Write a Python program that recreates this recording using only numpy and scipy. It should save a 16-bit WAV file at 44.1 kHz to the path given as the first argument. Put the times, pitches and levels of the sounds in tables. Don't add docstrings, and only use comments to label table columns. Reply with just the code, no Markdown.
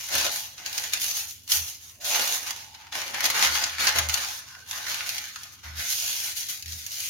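import sys
import numpy as np
from scipy import signal
from scipy.fft import rfft, irfft, next_fast_len
from scipy.io import wavfile
from scipy.ndimage import map_coordinates

SR = 44100
rng = np.random.default_rng(int(sys.argv[2]) if len(sys.argv) > 2 else 0)


def generate_wav(signal):
    frames = np.transpose(np.atleast_2d(signal))
    scaled = np.clip(frames, -1, 1) * 32767
    pcm = np.round(scaled).astype(np.int16)
    wavfile.write(sys.argv[1], SR, pcm)


N = 312826

# start_s, rise_s, hold_s, fade_s, rustle_db,
# hiss_db (relative to rustle), flex_db (relative to rustle)
GLOVE_STROKES = [(-0.01, 0.0085, 0.016, 0.57, -37.5, -4.5, -9), (0.294, 0.026, 0.042, 0.19, -34, -1, -9.5),
                 (0.651, 0.009, .04, 0.22, -38, -5, -3.5), (0.728, 0.017, 0.076, 0.25, -34.5, -6, -6.5),
                 (0.919, 0.0075, 0.035, 0.079, -33.5, -5, -4.5), (0.973, 0.049, 0.055, 0.18, -30, -1, -11),
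                 (1.121, 0.032, 0.058, 0.093, -33, -1, -10.5), (1.272, 0.016, .01, 0.12, -39.5, -0.5, -23),
                 (1.42, .02, .01, 0.096, -56, 0, -13), (1.472, 0.057, 0.0054, 0.17, -27, 1.5, -11.5),
                 (1.654, .025, .015, 0.13, -40, -2, -15), (1.765, 0.08, 0.024, .12, -48.5, 0, -11.5),
                 (1.896, 0.022, 0.011, 0.13, -57.5, 4, -2.5), (1.993, 0.031, 0.025, .05, -42, -4, -5),
                 (2.029, 0.029, 0.28, 0.14, -29, -3, -8), (2.416, .015, .015, 0.073, -41, -3, -3.5),
                 (2.521, 0.027, 0.066, 0.16, -42, -9, -7.5), (4.228, 0.065, .1, 0.029, -41.5, -1.5, -10),
                 (4.662, 0.041, 0.05, 0.2, -42, -1, -5), (5.035, 0.045, 0.032, 0.26, -36, -4, -5.5),
                 (5.4, .03, 0.011, 0.12, -52.5, 0, 4), (5.512, 0.016, 0.0089, 0.064, -50.5, -0.5, -7),
                 (5.739, 0.064, 0.017, 0.17, -31.5, -5.5, -7),
                 (5.82, 0.095, 0.038, 0.18, -29.5, -1.5, -18.5),
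                 (5.939, 0.12, 0.19, 0.21, -31.5, -3, -12.5), (6.341, 0.031, 0.032, 0.12, -32.5, -2, -15.5),
                 (6.478, 0.013, 0.006, 0.15, -33.5, 0, -14), (6.626, 0.073, 0.31, 0.17, -40.5, -4, -14.5),
                 (6.895, 0.035, 0.17, .2, -36, -2.5, -16)]
# start_s, rise_s, hold_s, fade_s, flex_db,
# rustle_db (relative to flex), billow_db (relative to flex)
SHEET_BENDS = [(0.071, 0.093, 0.023, .2, -30.5, 5.5, -8.5), (0.557, 0.04, 0.027, .14, -44.5, 0.5, -14.5),
               (2.058, .12, 0.016, 0.13, -28.5, -18, -14), (2.434, 0.048, 0.016, 0.073, -37, 3.5, -22),
               (2.73, .015, 0.017, 0.41, -50.5, -2.5, -21), (2.904, 0.052, 0.043, 0.29, -34.5, 0, -11.5),
               (3.121, 0.026, 0.056, 0.35, -31.5, -6, -17.5), (3.218, 0.024, 0.014, .22, -33.5, 5, -3.5),
               (3.323, .04, 0.052, 0.4, -26, -1, -14), (3.41, 0.033, 0.0086, 0.054, -23, 0.5, -24),
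               (3.513, 0.023, 0.033, 0.25, -35, 4.5, -17), (3.784, 0.021, .075, 0.19, -26.5, -1.5, -14.5),
               (3.943, 0.018, 0.01, 0.16, -30, 0.5, -7.5), (4.076, 0.054, 0.084, 0.24, -35, 4, -16),
               (4.453, 0.021, 0.045, 0.42, -54, 5.5, -26), (4.705, 0.064, 0.018, 0.13, -37.5, 0.5, -16),
               (4.814, 0.065, 0.054, 0.33, -36.5, 3.5, -14), (5.115, 0.044, 0.034, 0.52, -48.5, 7.5, -25),
               (5.625, 0.016, .015, .18, -42.5, -2.5, -18)]
# start_s, level_db, low_crack_db (relative to level), top_sizzle_db (relative to level)
CREASE_SNAPS = [(0.086, -30, -6, 0), (0.151, -24, -2, 5.5), (0.18, -21.5, -14, 1), (0.578, -34, -5.5, -14),
                (0.658, -25, -18, -8), (0.726, -27.5, -20, -2), (0.776, -18.5, -11.5, -7),
                (0.837, -24.5, -7, -6), (0.933, -16.5, -12.5, -3), (0.971, -26, -17, -19),
                (1.475, -34, -16, -5), (1.497, -27, -18, -8), (1.518, -14, -28, -2), (2.046, -38, -17, 1),
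                (2.146, -21, -1.5, -19), (2.505, -23, -7.5, -4.5), (2.745, -39, -0.5, -17),
                (2.866, -46.5, 4, -11), (2.922, -30.5, 1, -12), (2.951, -31, 2, -16),
                (3.141, -28.5, -1, -10), (3.204, -25.5, 3, 0.5), (3.239, -21.5, 0.5, 1),
                (3.253, -18.5, 2, -3), (3.259, -18.5, -21, -1), (3.3, -20, -0.5, 0.5),
                (3.446, -22.5, 6, -16), (3.553, -30, 5.5, 3), (3.636, -14.5, -15, -20),
                (3.781, -28, 0.5, -9), (3.869, -11.5, -3, -13), (3.985, -15, -2, -3),
                (4.086, -22, -8.5, -4), (4.094, -18.5, -10, -7), (4.138, -15.5, -32, -2.5),
                (4.547, -45.5, 5.5, -18), (4.709, -26, -9, -3), (4.727, -33.5, 3.5, -9),
                (4.865, -28.5, -2, -16), (4.942, -25.5, -5, -2), (5.004, -37, 9.5, -8),
                (5.09, -22, -16.5, -1), (5.18, -23, -13.5, -7), (5.357, -31.5, -2, -9),
                (5.432, -32, -17, -5), (6.369, -37, -28, -1), (6.623, -30.5, -28, -4),
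                (6.657, -31, -21, -7), (6.719, -30, -28, -9), (6.862, -32, -19, 5)]
# start_s, rise_s, hold_s, fade_s, level_db, first_hz, last_hz
SINGING_DRAGS = [(1.95, 0.13, 0.0427, 0.36, -48.5, 630, 760), (2.42, 0.153, 0.542, 0.18, -61.5, 860, 895),
                 (4.48, 0.054, 0.017, 0.13, -66, 1300, 470), (4.45, 0.069, 0.035, 0.17, -55, 1550, 1545)]
# pitch_hz, level_db (per hertz)
BILLOW_COLOUR = [(30, -19), (130, -12.5), (250, -10), (400, -9), (520, -3), (700, 3.5), (900, -1.5),
                 (1400, -53), (3000, -101)]
FLEX_COLOUR = [(300, -37), (600, -24.5), (850, -1.5), (1150, -2), (1500, 2), (2100, 1), (2800, -3.5),
               (5000, -7), (12000, -71)]
RUSTLE_COLOUR = [(500, -34.5), (1400, -23), (2300, -5.5), (3200, -2), (4300, 0), (5300, -0.5), (6500, 1.5),
                 (7500, -2.5), (9000, -9.5), (14000, -31)]
HISS_COLOUR = [(2000, -52), (6000, 9.5), (8500, 6), (10500, 2), (12500, 4.5), (14500, 2), (16000, -4.5)]
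# time_s, delay_ms, strength (0 to 1)
ECHO_PATH = [(0, 0.42, 0.4), (.3, 0.24, 0.3), (.9, 0.41, 0.62), (1.3, 0.32, 0.05), (1.85, 0.39, 0.16),
             (2.2, 0.26, 0.68), (4.4, 0.53, 0), (4.95, 0.41, 0.04), (5.2, 0.45, 0.77), (5.5, 0.75, 0.23),
             (5.87, 0.48, 0.4), (6.0, 0.44, 0.25), (6.3, 0.48, 0.46), (6.7, 0.47, 0.65), (7.09, 0.55, 0.4)]
# time_s, left_minus_right_db
HAND_PLACE = [(0, 0.5), (1.8, -0.5), (2.0, -1), (2.6, -2), (2.8, .5), (3.55, .5), (4.0, 0), (5.15, -0.5),
              (5.57, .3), (5.94, -1.5), (6.36, 1), (7.09, .2)]
# start_s, level_db, length_s
AIR_PUFFS = [(0.146, -45, 0.035)]
# pitch_hz, level_db (per hertz)
PUFF_COLOUR = [(20, -8), (50, 8), (120, -1), (300, -11), (700, -39)]
# start_s, rise_s, hold_s, fade_s, level_db
COUNTER_PUSHES = [(0.13, 0.026, .01, 0.19, -52), (1.502, 0.1, .03, 0.04, -45.5), (3.24, .06, .015, .1, -54),
                  (3.43, 0.065, .02, .16, -47.5), (3.72, 0.019, 0.084, 0.54, -54),
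                  (3.908, .1, 0.086, 0.069, -39), (5.637, 0.033, 0.13, 0.036, -43),
                  (6.621, 0.069, .07, 0.064, -43.5)]
# pitch_hz, level_db
COUNTER_TONES = [(79.5, -0.5), (128, -16.5)]
# pitch_hz, level_db (per hertz)
RUMBLE_COLOUR = [(20, -16), (45, -12), (65, 1), (80, 7), (110, 2), (150, -15), (230, -9), (600, -48)]
# pitch_hz, ring_s
KITCHEN_RING = [(150, 0.16), (1000, 0.17), (5000, 0.045), (15000, 0.037)]
# pitch_hz, level_db
HUM_TONES = [(79.5, -66.5), (100, -68)]
# pitch_hz, level_db (per hertz)
ROOM_COLOUR = [(20, -23), (50, -3.5), (80, -0.5), (130, 1.5), (170, -6), (300, -8.5), (500, -20),
               (1000, -29), (4000, -26), (16000, -27.5)]
# pitch_hz, gain_db
MIC_RESPONSE = [(6900, 1), (7150, -2.5), (7400, -10.5), (8100, -9), (8900, -3.5), (10000, 3)]

MIC_TOP_HZ = 16050
STROKE_BILLOW_DB = -13.5
BEND_HISS_DB = -7.5
FADE_DB = 17.5
SNAP_S = 0.0078
HISS_POWER = 1.22
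BRAKING = 1.16


def sheet():
    buckles = crackle(per_second=900, size_db=3.6, life_s=.0009)
    crisp = .36
    grip_db = wobble(45)
    flexing, rustling, hissing, billowing = handling() * amp(grip_db)
    billow = coloured(amp(-4.0) * billowing * grainy(buckles, crisp, alike=0.8), BILLOW_COLOUR)
    flex = coloured(amp(-2.0) * flexing * grainy(buckles, crisp, alike=0.13), FLEX_COLOUR)
    rustle = coloured(amp(-1.47) * rustling * grainy(buckles, crisp, alike=0.022), RUSTLE_COLOUR)
    hiss = coloured(amp(1.0) * hissing * grainy(buckles, crisp, alike=0.15), HISS_COLOUR)
    return billow + flex + rustle + hiss


def handling():
    moves = []
    for *timing, rustle_db, hiss_db, flex_db in GLOVE_STROKES:
        layers_db = rustle_db + np.array([flex_db, 0, hiss_db, flex_db + STROKE_BILLOW_DB])
        moves.append((timing, layers_db))
    for *timing, flex_db, rustle_db, billow_db in SHEET_BENDS:
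        layers_db = flex_db + np.array([0, rustle_db, rustle_db + BEND_HISS_DB, billow_db])
        moves.append((timing, layers_db))
    power = np.zeros((4, len(clock())))
    for timing, layers_db in moves:
        speed = movement(*timing)
        layer_speeds = np.array([speed, speed, speed ** HISS_POWER, speed])
        power += (amp(layers_db)[:, None] * layer_speeds) ** 2
    return np.array([per_sample(layer) for layer in np.sqrt(power)])


def movement(start, rise, hold, fade):
    t = clock() - start
    swell = np.sin(np.pi / 2 * np.clip(t / max(rise, .002), 0, 1)) ** 2
    faded = np.clip((t - rise - max(hold, 0)) / max(fade, .01), 0, 10)
    return swell * amp(-FADE_DB * faded ** BRAKING)


def snaps(swell=0.39):
    t = np.arange(SR // 8) / SR
    u = t / SNAP_S
    power = np.zeros((3, N + SR))
    flips = rng.uniform(.2, .7, len(CREASE_SNAPS))
    for (start_s, level_db, low_db, top_db), flip in zip(CREASE_SNAPS, flips):
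        tick = .7 * np.exp(-((u - flip) / .09) ** 2)
        body = (1 - np.exp(-u / swell)) * np.exp(-u ** 2)
        run = amp(level_db) * (body + tick)
        first = round(start_s * SR)
        power[:, first:first + len(t)] += (amp([[low_db], [0], [top_db]]) * run) ** 2
    low, middle, top = np.sqrt(power[:, :N])
    buckles = crackle(per_second=2500, size_db=1.5, life_s=.0004)
    crack = coloured(amp(-1.5) * low * grainy(buckles, share=0.18, alike=0.56), FLEX_COLOUR)
    snap = coloured(amp(-2.16) * middle * grainy(buckles, share=0.11, alike=0.042), RUSTLE_COLOUR)
    sizzle = coloured(amp(-2.2) * top * grainy(buckles, share=0.19, alike=0.08), HISS_COLOUR)
    return crack + snap + sizzle


def crackle(per_second, size_db, life_s):
    draws = rng.random((2, N))
    sizes = amp(size_db * np.minimum(-np.log(1 - draws[0]), 5))
    power = (draws[1] < per_second / SR) * sizes ** 2
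    power = signal.lfilter([1], [1, -np.exp(-1 / (life_s * SR))], power)
    return power / power.mean()


def grainy(power, share, alike):
    share = np.clip(share, 0, 1)
    return np.sqrt(1 - share + share * power) * spread(rng.standard_normal((2, N)), alike)


def panels(x, depth_db=2.0, width_hz=200, hold_s=0.066, fade_hz=12000):
    hz, t, z = signal.stft(x, SR, nperseg=1024)
    across = np.exp(-((hz - hz.mean()) / (width_hz / 2)) ** 2)
    over_time = np.exp(-((t - t.mean()) / (hold_s / 2)) ** 2)
    blur = np.outer(across, over_time)
    field = unit(signal.fftconvolve(rng.standard_normal(z.shape[1:]), blur, "same"))
    smoother_top = np.sqrt(1 + (hz[:, None] / fade_hz) ** 4)
    gain = unit(amp(depth_db * field / smoother_top))
    return signal.istft(z * gain, SR, nperseg=1024)[1][:, :N]


def drag(width_hz=140):
    sound, t = np.zeros((2, N)), np.arange(N) / SR
    for start, rise, hold, fade, level_db, first_hz, last_hz in SINGING_DRAGS:
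        glide_end = start + rise + hold + fade / 2
        centre_hz = np.interp(t, [start, glide_end], [first_hz, last_hz])
        tone = np.sin(2 * np.pi * np.cumsum(centre_hz) / SR)
        flutter = filtered(rng.standard_normal((2, N)), lambda hz: 1 / np.sqrt(1 + (2 * hz / width_hz) ** 4))
        gain = amp(level_db) * per_sample(movement(start, rise, hold, fade))
        sound += gain * unit(flutter * tone)
    return spread(sound, 0.99)


def counter_echo(x, below_hz=1800):
    delay_ms, strength = curves(ECHO_PATH)
    late = np.arange(N) - delay_ms * SR / 1000
    dull = filtered(x, lambda hz: 1 / (1 + (hz / below_hz) ** 4))
    echo = np.array([np.interp(late, np.arange(N), side) for side in dull])
    return x + np.clip(strength, 0, 1) * echo


def puffs():
    t = np.arange(N) / SR
    level = np.zeros(N)
    for start_s, level_db, length_s in AIR_PUFFS:
        half = length_s / 2
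        level += amp(level_db) * np.exp(-((t - start_s - half) / half) ** 2)
    return coloured(level * spread(rng.standard_normal((2, N)), 0.64), PUFF_COLOUR)


def counter(waver=0.03):
    push = per_sample(sum(amp(level_db) * movement(*timing) for *timing, level_db in COUNTER_PUSHES))
    drone = np.zeros(N)
    for pitch_hz, level_db in COUNTER_TONES:
        wavering_hz = pitch_hz * (1 + waver * wobble(8.7))
        drone += amp(level_db) * np.sqrt(2) * np.sin(2 * np.pi * np.cumsum(wavering_hz) / SR)
    rumble = coloured(spread(rng.standard_normal((2, N)), 0.6), RUMBLE_COLOUR)
    return push * (drone + .28 * rumble)


def kitchen(x):
    hz, t, z = signal.stft(rng.standard_normal((2, SR // 2)), SR, nperseg=256)
    decay = amp(-60 * t / along(KITCHEN_RING, hz)[:, None])
    tail = signal.istft(z * decay, SR, nperseg=256)[1]
    tail = tail / np.linalg.norm(tail[0])
    tail = np.pad(tail, ((0, 0), (SR // 300, 0)))
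    return signal.fftconvolve(x, tail, axes=1)[:, :N]


def background():
    t = np.arange(N) / SR
    hum = np.zeros(N)
    for pitch_hz, level_db in HUM_TONES:
        gain = amp(level_db + 0.96 * wobble(3.0))
        hum += gain * np.sqrt(2) * np.sin(2 * np.pi * pitch_hz * t + 0.81 * wobble(3.8))
    room_noise = coloured(spread(rng.standard_normal((2, N)), 0.6), ROOM_COLOUR)
    return hum + amp(-63.5) * room_noise


def amp(db):
    return 10 ** (np.asarray(db) / 20)


def unit(x):
    return x / np.sqrt(np.mean(x ** 2) + 1e-20)


def along(points, hz):
    f, v = np.transpose(points)
    return np.interp(np.log(hz + 1), np.log(f + 1), v)


def curves(rows):
    s, *cols = np.transpose(rows)
    return [np.interp(np.arange(N) / SR, s, c) for c in cols]


def wobble(rate):
    points = rng.standard_normal(int(N * rate / SR) + 4)
    return map_coordinates(points, [np.arange(N) * rate / SR])


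def clock(size=32):
    return np.arange(0, N + size, size) / SR


def per_sample(control):
    return np.interp(np.arange(N) / SR, clock(), control)


def filtered(x, response):
    m = next_fast_len(N + SR // 2)
    return irfft(rfft(x, m) * response(np.fft.rfftfreq(m, 1 / SR)), m)[..., :N]


def coloured(x, spectrum, size=4096):
    cepstrum = irfft(np.log(amp(along(spectrum, np.fft.rfftfreq(size, 1 / SR)))))
    cepstrum[1:size // 2] *= 2
    cepstrum[size // 2 + 1:] = 0
    ring = irfft(np.exp(rfft(cepstrum)))
    return signal.oaconvolve(x, ring[None] / np.linalg.norm(ring), axes=1)[:, :N]


def spread(pair, alike):
    turn = np.arccos(np.clip(alike, -1, 1)) / 2
    mid, side = np.cos(turn) * pair[0], np.sin(turn) * pair[1]
    return np.array([mid + side, mid - side])


def scene():
    lean_db = curves(HAND_PLACE)[0]
    paper = counter_echo(panels(sheet() + snaps()) + drag())
    paper = paper * amp([lean_db / 2, -lean_db / 2])
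    return paper + puffs() + counter() + amp(-6) * kitchen(paper) + background()


def record(dry):
    return filtered(dry, lambda hz: amp(along(MIC_RESPONSE, hz)) * (hz < MIC_TOP_HZ))


dry = scene()
out = record(dry)
generate_wav(out)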